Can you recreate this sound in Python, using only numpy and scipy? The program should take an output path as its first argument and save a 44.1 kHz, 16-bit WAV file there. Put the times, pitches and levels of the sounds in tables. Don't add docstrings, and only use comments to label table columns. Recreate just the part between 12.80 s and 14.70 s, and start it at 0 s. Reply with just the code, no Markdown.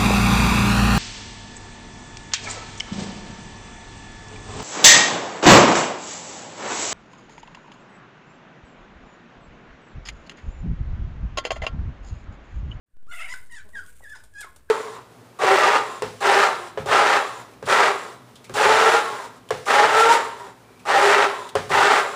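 import sys
import numpy as np
from scipy import signal
from scipy.fft import rfft, irfft
from scipy.io import wavfile
from scipy.ndimage import map_coordinates

SR = 44100
rng = np.random.default_rng(int(sys.argv[2]) if len(sys.argv) > 2 else 0)


def transcribe(u):
    v = np.clip(np.atleast_2d(u).T, -1, 1)
    q = np.round(v * 32767).astype(np.int16)
    wavfile.write(sys.argv[1], SR, q)


def convert_level_to_amplitude(level_db):
    exponent = np.asarray(level_db, float) / 20
    return 10 ** exponent


N = 83790


def unit(x):
    return x / np.sqrt(np.mean(np.abs(x) ** 2) + 1e-20)


def along(points, hz):
    f, v = np.transpose(points)
    return np.interp(np.log(hz + 1), np.log(f + 1), v)


def wobble(rate_hz, size):
    points = rng.standard_normal(int(N * 900 / SR) + 9)
    return map_coordinates(points, [np.arange(size) * min(rate_hz, 900) / SR + 2])


def noise(spectrum, size):
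    hz = np.fft.rfftfreq(size, 1 / SR)
    inside = (hz > spectrum[0][0]) & (hz < spectrum[-1][0])
    white = rfft(rng.standard_normal(size))
    return unit(irfft(white * convert_level_to_amplitude(along(spectrum, hz)) * inside, size))


def add(track, start_s, sound):
    part = track[round(start_s * SR):][:len(sound)]
    part += sound[:len(part)]


# f/Hz, level/dB per Hz
TRAFFIC_SPECTRUM = [(22, -42), (38, 6), (86, 3), (118, -1.5), (140, -16.5), (180, -36), (310, -120)]


def traffic():
    return convert_level_to_amplitude(-56 + 1.2 * wobble(4.0, N)) * noise(TRAFFIC_SPECTRUM, N)


# f/Hz, level/dB per Hz
AIR_SPECTRUM = [(76, -33), (130, 7.5), (459, 1), (727, -7), (788, -11.5), (1620, -0.5), (2140, -11),
                (8710, -22), (15600, -17)]
GUST_DB = 1.5


def yard_air():
    gust_db = GUST_DB * wobble(4.46, N) + GUST_DB * wobble(40.2, N)
    return convert_level_to_amplitude(-62 + gust_db) * noise(AIR_SPECTRUM, N)


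# t/s, level/dB
RUSTLE_LEVEL = [(.27, -77), (0.328, -53.5), (.62, -61), (.68, -72.5), (.85, -69.5), (1.05, -61),
                (1.24, -61.5), (1.46, -69.5), (1.49, -74.5), (1.7, -66), (1.82, -74.5)]
# f/Hz, level/dB per Hz
RUSTLE_SPECTRUM = [(2000, -2.5), (5000, -14.5), (8800, 1.5), (11000, -7), (15500, -11)]
GRAIN_DB = 2.5


def rustle():
    s, db = np.transpose(RUSTLE_LEVEL)
    level_db = np.interp(np.arange(N) / SR, s, db)
    grain_db = GUST_DB * wobble(30.9, N) + GRAIN_DB * wobble(250, N)
    return convert_level_to_amplitude(level_db + grain_db) * noise(RUSTLE_SPECTRUM, N)


# t/s, length/s, f/Hz, level/dB, step per overtone/dB
SOFT_NOTES = [
    (.135, 0.028, 1513, -74.5, -15),
    (.18, 0.041, 1520, -71.5, -13),
    (.238, 0.048, 3360, -79.5, -34),
    (.845, 0.038, 215, -64, -2.5),
    (.93, 0.072, 226.6, -65.5, -2),
    (1.08, 0.054, 498.5, -73, -5.5),
    (1.364, 0.032, 755, -76, -24),
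    (1.66, 0.025, 1106, -51.5, -37),
]


def soft_notes():
    out = np.zeros(N)
    for s, length_s, hz, db, step_db in SOFT_NOTES:
        t = np.arange(round(length_s * SR)) / SR
        phase = 2 * np.pi * hz * (t - 0.031 * t ** 2 / length_s)
        stack = sum(convert_level_to_amplitude(step_db * k) * np.sin((k + 1) * phase + k * k) for k in range(5))
        arch = np.abs(np.sin(np.pi * t / length_s)) ** .5
        add(out, s, convert_level_to_amplitude(db + 7.5) * arch * stack)
    return out


# f/Hz, T60/s
ECHO_T60 = [(400, 0.68), (1600, 0.33), (4000, 0.35), (10000, 0.14)]
ECHO_DELAY_S = .008


def yard_echo(x):
    hz, t, z = signal.stft(rng.standard_normal(SR // 2), SR, nperseg=256)
    decay = convert_level_to_amplitude(-60 * t / along(ECHO_T60, hz)[:, None])
    tail = signal.istft(z * decay, SR, nperseg=256)[1]
    late = np.pad(x, (round(ECHO_DELAY_S * SR), 0))
    return signal.fftconvolve(late, tail / np.linalg.norm(tail))[:N]


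# f/Hz, width/Hz, level/dB
WINDPIPE = [(2000, 1100, 3), (3650, 300, 7), (5050, 350, 7), (7000, 500, 5), (9000, 1600, 0)]


def windpipe(f):
    response = 0
    for k, (centre_hz, width_hz, db) in enumerate(WINDPIPE):
        damping = 1j * f * width_hz
        response = response + (-1) ** k * convert_level_to_amplitude(db) * damping / (centre_hz ** 2 - f * f + damping)
    return response


def hiss(size):
    f = np.fft.rfftfreq(size, 1 / SR)
    white = rfft(rng.standard_normal(size))
    return unit(irfft(white * windpipe(f) / (1 + (f / 11000) ** 10), size))


EDGE_S, BRIGHT_FROM_HZ, PIPE_FLOOR = .004, 2300, .2
JITTER_HZ, JITTER_SHARE = 300, .06
FLUTTER_HZ, ROUGH_GROWS = 150, .1
EFFORT_BRIGHTENS = 0.37
OVERTONE_PATCH_DB, PATCH_HZ, RASP_DB = 2.5, 45, -8


def call(rows, throat, odd_lift_db, bright_db, breath_db):
    s, *cols = np.transpose(rows)
    t = np.arange(s[0], s[-1], 1 / SR)
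    size = len(t)
    hz, level_db, half_db, rough = [np.interp(t, s, c) for c in cols]
    jitter = JITTER_SHARE * rough ** 2 * wobble(JITTER_HZ, size)
    phase = np.pi * np.cumsum(hz * (1 + jitter)) / SR
    effort_db = bright_db + EFFORT_BRIGHTENS * (level_db - level_db.max())
    tone, power = 0, 0
    for k in range(1, 23):
        partial_hz = k * hz / 2
        odd = k % 2
        upper = partial_hz.mean() > BRIGHT_FROM_HZ
        upper_db = effort_db + odd_lift_db * odd + OVERTONE_PATCH_DB * wobble(PATCH_HZ, size)
        gain = convert_level_to_amplitude(along(throat, partial_hz) + half_db * odd + upper_db * upper)
        gain = gain * (PIPE_FLOOR + np.abs(windpipe(partial_hz))) ** upper
        shake = np.clip(rough * (1 + 2 * ROUGH_GROWS * max(k - 2, 0)), 0, 1)
        flutter_hz = FLUTTER_HZ * (1 + ROUGH_GROWS * k)
        random = (wobble(flutter_hz, size) + 1j * wobble(flutter_hz, size)) / np.sqrt(2)
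        flutter = np.sqrt(1 - shake ** 2) + shake * random
        tone = tone + gain * np.imag(flutter * np.exp(1j * k * phase))
        power = power + gain ** 2 / 2
    pulsing = 1 + .5 * np.cos(phase)
    breath = convert_level_to_amplitude(breath_db + 3.2 * wobble(53.0, size)) * (1.45 + rough) * pulsing * hiss(size)
    rasp = convert_level_to_amplitude(RASP_DB) * rough ** 2 * noise(throat, size)
    edge = np.clip(np.minimum(t - s[0], s[-1] + 0.0039 - t) / EDGE_S, 0, 1)
    return convert_level_to_amplitude(level_db) * edge * (tone / np.sqrt(power) + breath + rasp)


# t/s, f/Hz, level/dB
LEAD_IN = [(0.273, 1125, -53.5), (0.29, 1394, -48), (.31, 1401, -39), (0.325, 1492, -36)]
YELP_A = [(.478, 1882, -47), (.495, 1929, -39.5), (0.518, 2011, -39.5), (0.529, 2052, -34.5),
          (0.537, 1831, -39), (0.541, 1547, -35.5), (0.554, 1503, -45.5), (0.575, 1288, -56)]
YELP_B = [(0.693, 1691, -60), (0.707, 2090, -54), (0.719, 1898, -46), (0.745, 1869, -43.5),
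          (0.751, 2031, -42.5), (0.762, 1744, -42.5), (0.773, 1737, -43.5), (0.783, 1615, -42.5),
          (0.822, 1505, -54.5)]
YELP_C = [(0.931, 1981, -52), (0.942, 1886, -49), (0.954, 1884, -35.5), (0.958, 1647, -35.5),
          (0.985, 1596, -34), (0.997, 1460, -35.5), (1.013, 1473, -58), (1.036, 1288, -55),
          (1.056, 1035, -59)]
YELP_D = [(1.219, 1968, -64), (1.244, 1898, -43), (1.255, 1700, -45.5), (1.27, 1620, -45.5),
          (1.284, 1780, -46.5), (1.302, 1719, -44.5), (1.329, 1746, -40.5), (1.341, 1519, -44),
          (1.356, 1438, -42.5)]
YELP_E = [(1.53, 1610, -63), (1.543, 1705, -55), (1.556, 1644, -42), (1.577, 1623, -42), (1.589, 1703, -38),
          (1.614, 1671, -34.5), (1.628, 1531, -38.5), (1.641, 1352, -40.5), (1.654, 1230, -46.5)]
YELP_F = [(1.885, 1340, -93), (1.892, 1596, -50), (1.899, 1716, -49)]
YELP_G = [(1.001, 1634, -55.5), (1.029, 1620, -65.5), (1.066, 1615, -62.5), (1.089, 1650, -70)]
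BREAK = [(1.346, 1986, -57), (1.358, 1966, -45.5), (1.366, 1692, -50), (1.385, 1481, -58.5),
         (1.41, 1485, -56.5)]
# t/s, whistle f/Hz, level/dB, half-pitch mode/dB, roughness/0-1
SQUAWK = [(.311, 1420, -41, 6, .25), (.33, 1400, -40, -2, .8), (.37, 1390, -41, -1, .75),
          (.405, 1310, -35, -4, .8), (.43, 1420, -38, 0, .95), (.495, 1330, -43, 3, 1)]
# f/Hz, level/dB
YELP_THROAT = [(700, -12), (1300, 9.5), (2100, 2), (2500, -18.5), (3500, -12.5), (5000, -19.5),
               (9000, -15.5), (14000, -41)]
SQUAWK_THROAT = [(600, -14.5), (1400, -6), (2100, 1.5), (2700, -2), (3600, -20.5), (5000, -45),
                 (9000, -17.5), (13000, -45)]
# half-pitch mode low down/dB, same among overtones/dB, brightness/dB
CALL_VOICE = [(-36, -40, 2), (-7.5, 7, -5), (-13, 2, 1), (-18, -25, -7), (-32, -8, -5), (-19, 1, -1.5),
              (-36, -30, -24), (-30, -34, 19), (7.5, -4, 7.5)]
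# roughness at start/0-1, at end/0-1, breath/dB
CALL_ROUGHNESS = [(.06, .25, -36), (.3, .95, -17), (.22, .75, -29), (.15, .7, -30), (.22, .55, -33),
                  (.2, .55, -33), (.15, .2, -30), (.3, .45, -22), (.85, .95, -15)]


def turkeys():
    out = np.zeros(N)
    squawk = call(SQUAWK, SQUAWK_THROAT, odd_lift_db=0, bright_db=0, breath_db=-26)
    add(out, SQUAWK[0][0], squawk)
    calls = LEAD_IN, YELP_A, YELP_B, YELP_C, YELP_D, YELP_E, YELP_F, YELP_G, BREAK
    for rows, voice, roughness in zip(calls, CALL_VOICE, CALL_ROUGHNESS):
        half_db, upper_half_db, bright_db = voice
        clear, hoarse, breath_db = roughness
        s = np.array(rows)[:, 0]
        progress = (s - s[0]) / (s[-1] - s[0])
        rough = clear + (hoarse - clear) * progress ** 2
        table = np.column_stack([rows, half_db + 0 * s, rough])
        add(out, s[0], call(table, YELP_THROAT, upper_half_db - half_db, bright_db, breath_db))
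    highpass = signal.butter(4, 480, "high", fs=SR, output="sos")
    return signal.sosfilt(highpass, out)


# t/s, level/dB, thud over snap/dB, T60/s
KNOCKS = [(.522, -52, -11, 0.14), (.535, -46, -5, 0.082), (0.659, -60, -18, 0.12),
          (0.723, -37.5, -20, 0.0095), (0.889, -54, 4, 0.027), (0.998, -61, 0, 0.12),
          (1.0619, -46, -21, 0.019), (1.205, -69, 18.5, 0.058), (1.231, -60, 19, 0.017),
          (1.296, -50, -18, 0.045), (1.352, -62, 3, 0.2), (1.436, -52.5, -5.5, 0.11),
          (1.6072, -31.5, -22, 0.017), (1.6113, -35.5, -11, 0.042), (1.6139, -57.5, -17, 0.11),
          (1.538, -49, -14, 0.014), (1.644, -46, 6, 0.03), (1.7605, -47, -5, 0.052)]
# f/Hz, level/dB
SNAP_SPECTRUM = [(500, -120), (1200, -13), (3000, 3), (6000, 2), (9000, 9.5), (11000, 0.5), (15500, -7.5)]
THUD_SPECTRUM = [(100, -8), (240, -0.5), (600, 4.5), (900, 6), (1500, -5), (4000, -35)]


def knocks():
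    out = np.zeros(N)
    t = np.arange(SR // 5) / SR
    for s, db, thud_db, t60_s in KNOCKS:
        snap = convert_level_to_amplitude(1.2 * wobble(390, len(t))) * noise(SNAP_SPECTRUM, len(t))
        thud = convert_level_to_amplitude(thud_db) * noise(THUD_SPECTRUM, len(t))
        attack = 1 - np.exp(-t / 0.00079)
        add(out, s, convert_level_to_amplitude(db - 60 * t / t60_s) * attack * (snap + thud))
    return out


# t/s, f/Hz, level/dB
FAR_ENGINE = [(0.799, 80, -86), (0.819, 79.3, -47.5), (.93, 76.8, -55), (1.05, 89.3, -49), (1.075, 93, -69)]


def far_engine():
    t = np.arange(N) / SR
    s, hz, db = np.transpose(FAR_ENGINE)
    phase = 2 * np.pi * np.cumsum(np.interp(t, s, hz)) / SR
    return convert_level_to_amplitude(np.interp(t, s, db) + 2 * wobble(26.0, N)) * np.sin(phase)


# t/s, level/dB
BACKGROUND_DUCK = [(.1, -8), (.26, -5.5), (.3, 4), (0.338, -10.5), (.48, -5), (0.601, -5), (.68, -4)]


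def scene():
    birds = soft_notes() + turkeys() + knocks()
    echo = convert_level_to_amplitude(-9) * yard_echo(birds)
    duck = convert_level_to_amplitude(np.interp(np.arange(N) / SR, *np.transpose(BACKGROUND_DUCK)))
    background = traffic() + yard_air() + far_engine()
    return (birds + echo + duck * background + rustle())[None]


def roll_off(x):
    return signal.sosfilt(signal.butter(12, 15710, fs=SR, output="sos"), x)


# t/s, level/dB
GAIN_OPENS = [(0.061, -28), (0.097, -15), (.2, -9), (0.282, -6), (.34, -1)]
# t/s, level/dB
OFFSET_STEPS = [(.1692, -50), (.2292, -50), (.2692, -46)]
OFFSET, OFFSET_START_S, OFFSET_RISE_S, OFFSET_DRAIN_S, STEP_T60_S = -.046, .135, .09, .53, .04


def record(dry):
    t = np.arange(N) / SR
    since = np.clip(t - OFFSET_START_S, 0, None)
    offset = OFFSET * (1 - np.exp(-since / OFFSET_RISE_S)) * np.exp(-since / OFFSET_DRAIN_S)
    for s, db in OFFSET_STEPS:
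        offset = offset + (t > s) * convert_level_to_amplitude(db - 60 * np.abs(t - s) / STEP_T60_S)
    s, db = np.transpose(GAIN_OPENS)
    gain = convert_level_to_amplitude(np.interp(t, s, db, right=0)) * (t > s[0])
    return roll_off(dry * gain + offset)


dry = scene()
out = record(dry)
transcribe(out)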